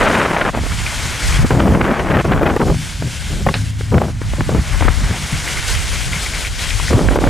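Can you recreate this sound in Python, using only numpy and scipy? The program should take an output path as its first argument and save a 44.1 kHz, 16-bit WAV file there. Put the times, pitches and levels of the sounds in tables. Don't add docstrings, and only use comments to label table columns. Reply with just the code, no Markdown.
import sys
import numpy as np
from scipy import signal
from scipy.fft import rfft, irfft, next_fast_len
from scipy.io import wavfile
from scipy.ndimage import uniform_filter1d, minimum_filter1d, map_coordinates

SR = 44100
rng = np.random.default_rng(int(sys.argv[2]) if len(sys.argv) > 2 else 0)


def unload_wav(signal):
    wavfile.write(
        sys.argv[1],
        SR,
        np.round(np.clip(np.atleast_2d(signal).T, -1, 1) * 32767).astype(np.int16),
    )


def undo_db(level):
    steps = np.asarray(level, float) / 20
    return 10 ** steps


N = 321487


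def unit(x):
    return x / np.sqrt(np.mean(x ** 2) + 1e-20)


def curves(rows):
    s, *columns = np.transpose(rows)
    return [np.interp(np.arange(N) / SR, s, column) for column in columns]


def wobble(rate):
    knots = rng.standard_normal(int(N * rate / SR) + 4)
    return map_coordinates(knots, [np.arange(N) * rate / SR])


def held(s, length, attack, release):
    t = np.arange(N) / SR - s
    return np.clip(np.minimum(t / attack, 1 + (length - t) / release), 0, 1)


def filtered(x, response):
    m = next_fast_len(N + 8192)
    return irfft(rfft(x, m) * response(np.fft.rfftfreq(m, 1 / SR)), m)[..., :N]


def coloured(x, spectrum):
    f, db = np.transpose(spectrum)
    return unit(filtered(x, lambda hz: undo_db(np.interp(np.log(hz + 1), np.log(f), db))))


def spread(mid, side, pan_db):
    return np.array([(mid + side) * undo_db(pan_db / 2), (mid - side) * undo_db(-pan_db / 2)])


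def eddies(count, lump_db, spikes, spike_db):
    size = undo_db(spike_db * np.minimum(rng.standard_exponential((count, N)), 2.5))
    sign = np.where(rng.random((count, N)) < .7, 1, -1)
    struck = rng.random((count, N)) < spikes / SR
    noise = undo_db(lump_db * wobble(40)) * rng.standard_normal((count, N))
    return noise, unit(sign * size * struck)


# t/s, level/dB, how squarely it strikes the ports/dB
AIR_STREAM = [(0, -28, 5), (.3, -31.5, 4.5), (.87, -31, 2), (1.2, -29, 0), (1.45, -25, 4),
              (1.8, -24.5, 8.5), (1.92, -34, -3), (2.2, -23.5, 6.5), (2.65, -28, 4.5), (2.95, -22.5, -9),
              (3.25, -33.5, 2.5), (3.5, -26, 2.5), (3.75, -34.5, 8), (4.1, -26.5, 2.5), (5.1, -25.5, 0),
              (5.6, -28, -5), (6.8, -21.5, -12), (7.29, -36, 14.5)]
# t/s, peak level/dB, throb over deep rumble/dB
LARGE_EDDIES = [(.57, -20.5, 0.5), (1.05, -23, 2), (1.3, -12.5, -36), (1.445, -22.5, 14), (1.54, -17, 7),
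                (1.7, -13.5, 0), (1.83, -22, -5), (2.13, -23, -9), (2.7, -12.5, 5), (3.04, -26.5, 10.5),
                (3.342, -15.5, 0.5), (3.47, -13.5, 3), (3.96, -19, 9.5), (4.39, -31, 5),
                (4.53, -35.5, 20.5), (4.59, -25, 6), (5.04, -18.5, 0.5), (5.24, -19, -4), (5.34, -21, 0),
                (5.75, -21, -9), (6.09, -21, -1), (6.15, -37, 14), (6.33, -20, -22), (6.52, -22, -13),
                (6.94, -20.5, 8), (7.09, -25, 7), (7.29, -12, -4)]
# t/s, length/s
LULLS = [
    (0.52, 0.02),
    (1.467, 0.031),
    (2.213, 0.013),
    (2.574, 0.017),
    (3.52, 0.025),
    (4.627, 0.028),
    (5.263, 0.057),
]
# f/Hz, level/dB per Hz
DEEP_SPECTRUM = [(14, -44), (26, -7), (40, 6), (60, 7), (85, 0), (120, -8), (180, -90)]
# f/Hz, level/dB per Hz
THROB_SPECTRUM = [(40, -35), (70, -0.5), (110, -2), (150, -2.5), (210, -12), (320, -23.5), (600, -61)]


def rumble():
    air_db, square_db = curves(AIR_STREAM)
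    deep, throb = undo_db(air_db + 0.5), undo_db(air_db + square_db)
    t = np.arange(N) / SR
    for s, db, throb_db in LARGE_EDDIES:
        swell = undo_db(db - 3 - 233 * np.abs(t - s))
        deep = deep + swell
        throb = throb + undo_db(throb_db) * swell
    edge_s = 0.0068
    lull = undo_db(-9.5 * sum(held(s, length, edge_s, edge_s) for s, length in LULLS))
    deep, throb = lull * deep, lull * throb
    both = undo_db(-5) * rng.standard_normal(N)
    ports = np.array([coloured(both + undo_db(7.4 * wobble(5)) * rng.standard_normal(N), DEEP_SPECTRUM) for _ in "LR"])
    mid, side = throb * coloured(undo_db(3.1 * wobble(25)) * rng.standard_normal((2, N)), THROB_SPECTRUM)
    return undo_db(4.5) * deep * ports + spread(mid, undo_db(-24) * side, 2.04)


# t/s, length/s, roar level/dB, tearing over roar/dB
GUSTS = [(0, 0.22, -31, 9.5), (0, 0.49, -24, 7), (0.529, 0.06, -28.5, 1.5), (1.42, 0.031, -30, 0),
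         (1.498, 0.31, -26.5, -27), (1.512, 0.41, -23, -5), (1.84, 0.37, -24.5, -0.5),
         (2.096, 0.11, -25.5, 5), (2.242, 0.15, -21, -1.5), (2.302, 0.058, -25.5, 2),
         (2.4, 0.043, -16.5, -7.5), (2.452, 0.049, -17, -4.5), (2.504, 0.067, -22.5, -5.5),
         (2.594, 0.038, -15.5, -11), (2.651, 0.07, -16, -27), (3.015, 0.062, -33, -42),
         (3.299, 0.12, -31.5, -32), (3.462, 0.049, -21.5, -15), (0.624, .05, -36, -2),
         (3.916, 0.063, -15.5, -16.5), (3.997, 0.054, -20.5, -12.5), (4.043, 0.06, -29.5, -20),
         (4.38, 0.034, -26, -30), (4.487, 0.098, -22.5, -13), (4.802, .095, -32, 3), (5, 0.18, -37, 1),
         (6.9, 0.083, -16, -20), (6.972, 0.1, -20, -17), (7.104, 0.072, -19.5, -10.5),
         (7.202, .09, -17, -16)]
# t/s, peak level/dB, brightness/dB, pulse f/Hz
POPS = [(.365, -12, 20, 592), (.412, 1, 6, 1100), (.574, -4, -14, 600), (1.446, -1, -21, 252),
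        (1.506, 5, -10, 263), (1.6, -5, -2, 390), (7.0857, 5, -9, 240), (1.748, -4.5, -1, 417),
        (1.811, -6, 3, 471), (7.187, 3, -16.5, 328), (2.251, -5, -15, 680), (2.463, 5, -2, 546),
        (2.564, 7, -24, 373), (2.613, -7, -6.5, 261), (7.215, -17, -5, 369), (3.465, 16, -16.5, 650),
        (3.487, -7.5, 0, 505), (3.979, -13, -3, 288), (4.017, 2, -19, 610), (4.335, -5.5, -12, 633),
        (4.492, -2, -16, 358), (4.547, 0.5, -15, 263), (4.823, -2.5, -16, 880), (7.238, -4.5, -8, 500),
        (4.88, 3.5, -10, 1020), (6.908, -3, -13, 299), (6.929, -1.5, -7, 415), (7.009, -5, -19, 264),
        (7.158, 10, -16, 402), (7.273, -6, -5, 439)]
# t/s, peak level/dB
PUFFS = [(0.234, -25), (0.548, -20), (1.574, -10), (1.587, -11), (1.675, 1), (1.738, -2), (1.769, -12),
         (2.138, -5), (2.169, -5), (2.408, -20), (2.431, 5), (2.681, -13), (2.699, -1.5), (2.744, -12),
         (3.808, -11.5), (3.917, -29), (3.941, -7), (4.037, -11), (4.082, -14.5), (4.215, -13), (4.407, -5),
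         (4.808, -12), (5.108, -12.5), (6.991, -6), (1.65, -17), (2.101, -14), (7.107, -12), (4.851, -10),
         (3.023, -9.5), (0.663, -12)]
# f/Hz, level/dB per Hz
ROAR_SPECTRUM = [(80, -47), (150, 3), (220, 4), (350, -0.5), (550, -5), (800, -13), (1300, -23),
                 (2500, -48)]
# f/Hz, level/dB per Hz
TEAR_SPECTRUM = [(300, -9), (600, 1.5), (900, 1.5), (1500, 1.5), (2200, -4), (3000, -11), (4200, -23.5),
                 (7000, -44)]


def gusts():
    roar, tear, kicks = np.full(N + SR, 1e-9), np.zeros(N + SR), np.zeros(N + SR)
    for s, length, db, bright_db in GUSTS:
        blow = undo_db(db) * held(s, length, attack=0.004, release=0.015)
        roar[:N] += blow
        tear[:N] += undo_db(bright_db) * blow
    t = np.arange(SR // 16) / SR
    wake = (1 - np.exp(-t / 0.00065)) * np.exp(-(t / 0.005) ** 2)
    bursts = [(*pop, -3) for pop in POPS]
    bursts += [(*puff, -11, 295, -5) for puff in PUFFS]  # brightness/dB, f/Hz, push/dB
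    for s, db, bright_db, hz, push_db in bursts:
        now = slice(round(s * SR), round(s * SR) + len(t))
        u = np.pi * hz * t - 1.6
        kicks[now] += undo_db(db + push_db) * (1 - 1.65 * u ** 2) * np.exp(-u ** 2)
        roar[now] += undo_db(db - 13.5) * wake
        tear[now] += undo_db(db + bright_db - 0.5) * wake
    noise, spikes = eddies(count=2, lump_db=1.6, spikes=450, spike_db=5)
    ragged = unit(undo_db(2.6 * wobble(170) + 2.4 * wobble(70)))
    roar = uniform_filter1d(roar[:N], size=60)
    tear = ragged * uniform_filter1d(tear[:N], size=20)
    small = np.clip(1.1 * uniform_filter1d(tear, size=400) / uniform_filter1d(roar, size=400), 0, 1)
    drive = noise + 1.1 * spikes
    dull = coloured(drive, [(0.6 * hz, db) for hz, db in TEAR_SPECTRUM])
    tearing = small * coloured(drive, TEAR_SPECTRUM) + 1.24 * (1 - small) * dull
    mid, side = roar * coloured(noise + .9 * spikes, ROAR_SPECTRUM) + tear * tearing
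    return spread(mid + kicks[:N], undo_db(-33) * side, 2.35)


# f/Hz, level/dB per Hz
HISS_SPECTRUM = [(710, -7.5), (1200, -16.5), (1500, 0), (1730, -4.5), (2160, -3), (2540, -5), (3010, -3),
                 (7250, -5.5), (9990, -10), (12200, -21), (14100, -22), (15500, -37)]


def hiss(hiss_db):
    z = signal.stft(rng.standard_normal((2, N)), nperseg=512)[2]
    patches = uniform_filter1d(rng.standard_normal(z.shape[1:]), 14, 0)
    patches = uniform_filter1d(patches, 9, 1)
    pair = signal.istft(z * undo_db(0.82 * unit(patches)), nperseg=512)[1][:, :N]
    return coloured(pair, HISS_SPECTRUM) * undo_db(hiss_db + 1.5 + 0.6 * wobble(16) + 0.6 * wobble(60))


# t/s, edge pressure level/dB, lean into the carve/dB
RIDE = [(0, -29.5, 11.5), (.3, -35, -15), (.59, -36, 4), (.68, -31.5, 3), (.89, -28.5, 5),
        (1.3, -27.5, 5.5), (1.42, -29.5, 11.5), (1.55, -35, 2), (1.91, -40, 15), (2.41, -41.5, -7),
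        (2.87, -31.5, -1.5), (3.5, -34, -4), (3.9, -39, -2), (4.2, -39, 0), (4.7, -32.5, 6.5),
        (5.7, -27, 2), (6.9, -27, 0.5), (7.29, -34, 4)]
# t/s, length/s, loss/dB
SKIPS = [(1.429, 0.024, 8), (2.928, 0.14, 3.5), (3.703, 0.079, 5), (4.113, 0.089, 4.5), (6.058, 0.053, 3),
         (6.48, 0.1, 5.5), (6.902, 0.19, 3), (7.164, .03, 10), (.1, 0.14, -1), (1.222, 0.15, -3.5),
         (2.2, 0.078, -3.5), (3.233, 0.14, -1), (5.43, 0.14, -2), (5.665, 0.088, -3), (6.608, 0.033, -2)]
# t/s, left over right level/dB
HEADING = [(0, 1), (1.3, 2.5), (2, -0.5), (3, 2), (4.5, 2), (5.5, 2), (6.7, 4), (7.1, 1.5)]
# f/Hz, level/dB per Hz
SCRAPE_SPECTRUM = [(130, -7), (220, -3), (500, -6.5), (900, -2), (1400, -1.5), (2200, -2.5), (4500, -47)]
# f/Hz, level/dB per Hz
GRIT_SPECTRUM = [(900, -38), (1450, -41), (1750, -4), (2200, 10), (2700, 10), (3300, 12.5), (5000, -29)]


def snow():
    (hiss_db, scrape_db), (pan_db,) = curves(RIDE), curves(HEADING)
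    hiss_db = hiss_db - sum(db * held(s, length, attack=0.015, release=0.009) for s, length, db in SKIPS)
    noise, crunch = eddies(count=2, lump_db=1.36, spikes=480, spike_db=11)
    scrape_db = -37 + .6 * (hiss_db + 32) + np.maximum(scrape_db, -4)
    scrape = coloured(noise, SCRAPE_SPECTRUM) * undo_db(scrape_db)
    grit = coloured(undo_db(2.5 * wobble(30)) * (crunch + noise), GRIT_SPECTRUM) * undo_db(hiss_db - 8)
    mid, side = hiss(hiss_db) + scrape + grit
    return spread(mid + lumps(crunch[1] + .5 * noise[1]), undo_db(-20) * side, pan_db)


# t/s, peak level/dB, f/Hz
ICY_LUMPS = [(.7183, -7, 1410), (.8645, 1.5, 2380), (1.2206, -6, 1610), (1.3254, 2, 2290), (5.33, -7, 2100),
             (5.477, -2, 2140), (5.572, -0.5, 2090), (5.741, -26, 2790), (5.789, -8, 1460),
             (5.925, -19, 2160), (5.959, -9, 2280), (6.132, 1, 2220), (6.263, -2, 2170), (6.336, -4, 2260),
             (6.449, -2, 2320), (6.495, -27, 1470), (6.593, -8, 2180), (6.706, -3, 2570), (6.799, -1, 990),
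             (6.882, 0, 1960)]
# f/Hz, level/dB per Hz
EDGE_SPECTRUM = [(1200, -40), (1900, -3), (2150, 3), (2450, -6), (3600, -38)]


def lumps(drive):
    t, rings = np.arange(SR // 40) / SR, np.zeros(N + SR)
    for s, db, hz in ICY_LUMPS:
        envelope = undo_db(db - 3 - 60 * t / .008) * (1 - np.exp(-t / .0006))
        rings[round(s * SR):][:len(t)] += envelope * np.sin(2 * np.pi * hz * t)
    trail = sum(undo_db(db / 3 - 29) * held(s, 0.0056, attack=.003, release=0.057) for s, db, hz in ICY_LUMPS)
    return rings[:N] + trail * coloured(drive, EDGE_SPECTRUM)


# t/s, peak level/dB, t60/s
SLAPS = [
    (3.5406, -1.5, 0.016),
    (4.213, -24, 0.056),
]
# f/Hz, width/Hz, level/dB
BOARD_MODES = [(427, 290, 0.5), (1670, 890, -0.5), (2800, 600, -1.5), (3780, 730, -4.5), (4980, 830, -9)]


def slaps():
    blows, t = np.zeros(N + SR), np.arange(SR // 4) / SR
    for s, db, t60 in SLAPS:
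        burst = undo_db(-18 - 60 * t / t60) + undo_db(-17 - 60 * t / (8 * t60))
        blows[round(s * SR):][:len(t)] += undo_db(db + 12) * burst * rng.standard_normal(len(t))
        blows[round(s * SR)] += undo_db(db + 18)

    def board(f):
        total = 0
        for k, (centre, width, db) in enumerate(BOARD_MODES):
            damping = 1j * f * width
            total = total + (-1) ** k * undo_db(db) * damping / (centre ** 2 - f ** 2 + damping)
        return total / (1 + 1j * f / 9000) ** 2

    return spread(filtered(blows[:N], board), 0, 0.93)


# f/Hz, peak level/dB, t60/s
BARREL_MODES = [(76.6, -20, 2.5), (107, -18.5, 7.5), (139, -38, 1.4), (200, -44, 1), (257, -34, 2.5)]


def barrel():
    t = np.maximum(np.arange(N) / SR - SLAPS[0][0], 0)
    hum = 0
    for hz, db, t60 in BARREL_MODES:
        hum = hum + undo_db(db - 60 * t / t60 + 0.79 * wobble(17)) * np.sin(2 * np.pi * hz * t)
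    onset = 1 - np.exp(-t / 0.0081)
    left_behind = 1 + (t / 0.87) ** 12
    return spread(hum * onset / left_behind, 0, 1.1)


def scene():
    return rumble() + gusts() + snow() + slaps() + barrel()


def top_cut(x):
    return signal.sosfilt(signal.butter(12, 15650, fs=SR, output="sos"), x)


def record(dry):
    need = np.minimum(1, .9 / (np.abs(dry).max(0) + 1e-9))
    left, right = dry * uniform_filter1d(minimum_filter1d(need, size=121), size=121)
    hz, _, (mid, side) = signal.stft(np.array([left + right, left - right]) / 2, SR, nperseg=2048)
    loudness = uniform_filter1d(np.abs(mid), size=24, axis=0)
    step = undo_db(-18.5) * loudness ** 0.72 * np.mean(loudness[8:200], axis=0) ** 0.31
    chance = np.repeat(rng.standard_normal((65, side.shape[1])), 16, axis=0)[:len(hz)]
    chance = uniform_filter1d(chance, size=3, axis=1)
    band = uniform_filter1d(uniform_filter1d(np.abs(side), size=16, axis=0), size=3, axis=1)
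    audible = band > loudness * undo_db(-19.5 + 4 * unit(chance))
    kept = (np.abs(side) > step) & audible
    side = side * (kept | (hz[:, None] < 200))
    pair = np.array([mid, side]) * (hz[:, None] < 15500)
    mid, side = signal.istft(pair, SR, nperseg=2048)[1][:, :N]
    return top_cut(np.array([mid + side, mid - side]))


dry = scene()
out = record(dry)
unload_wav(out)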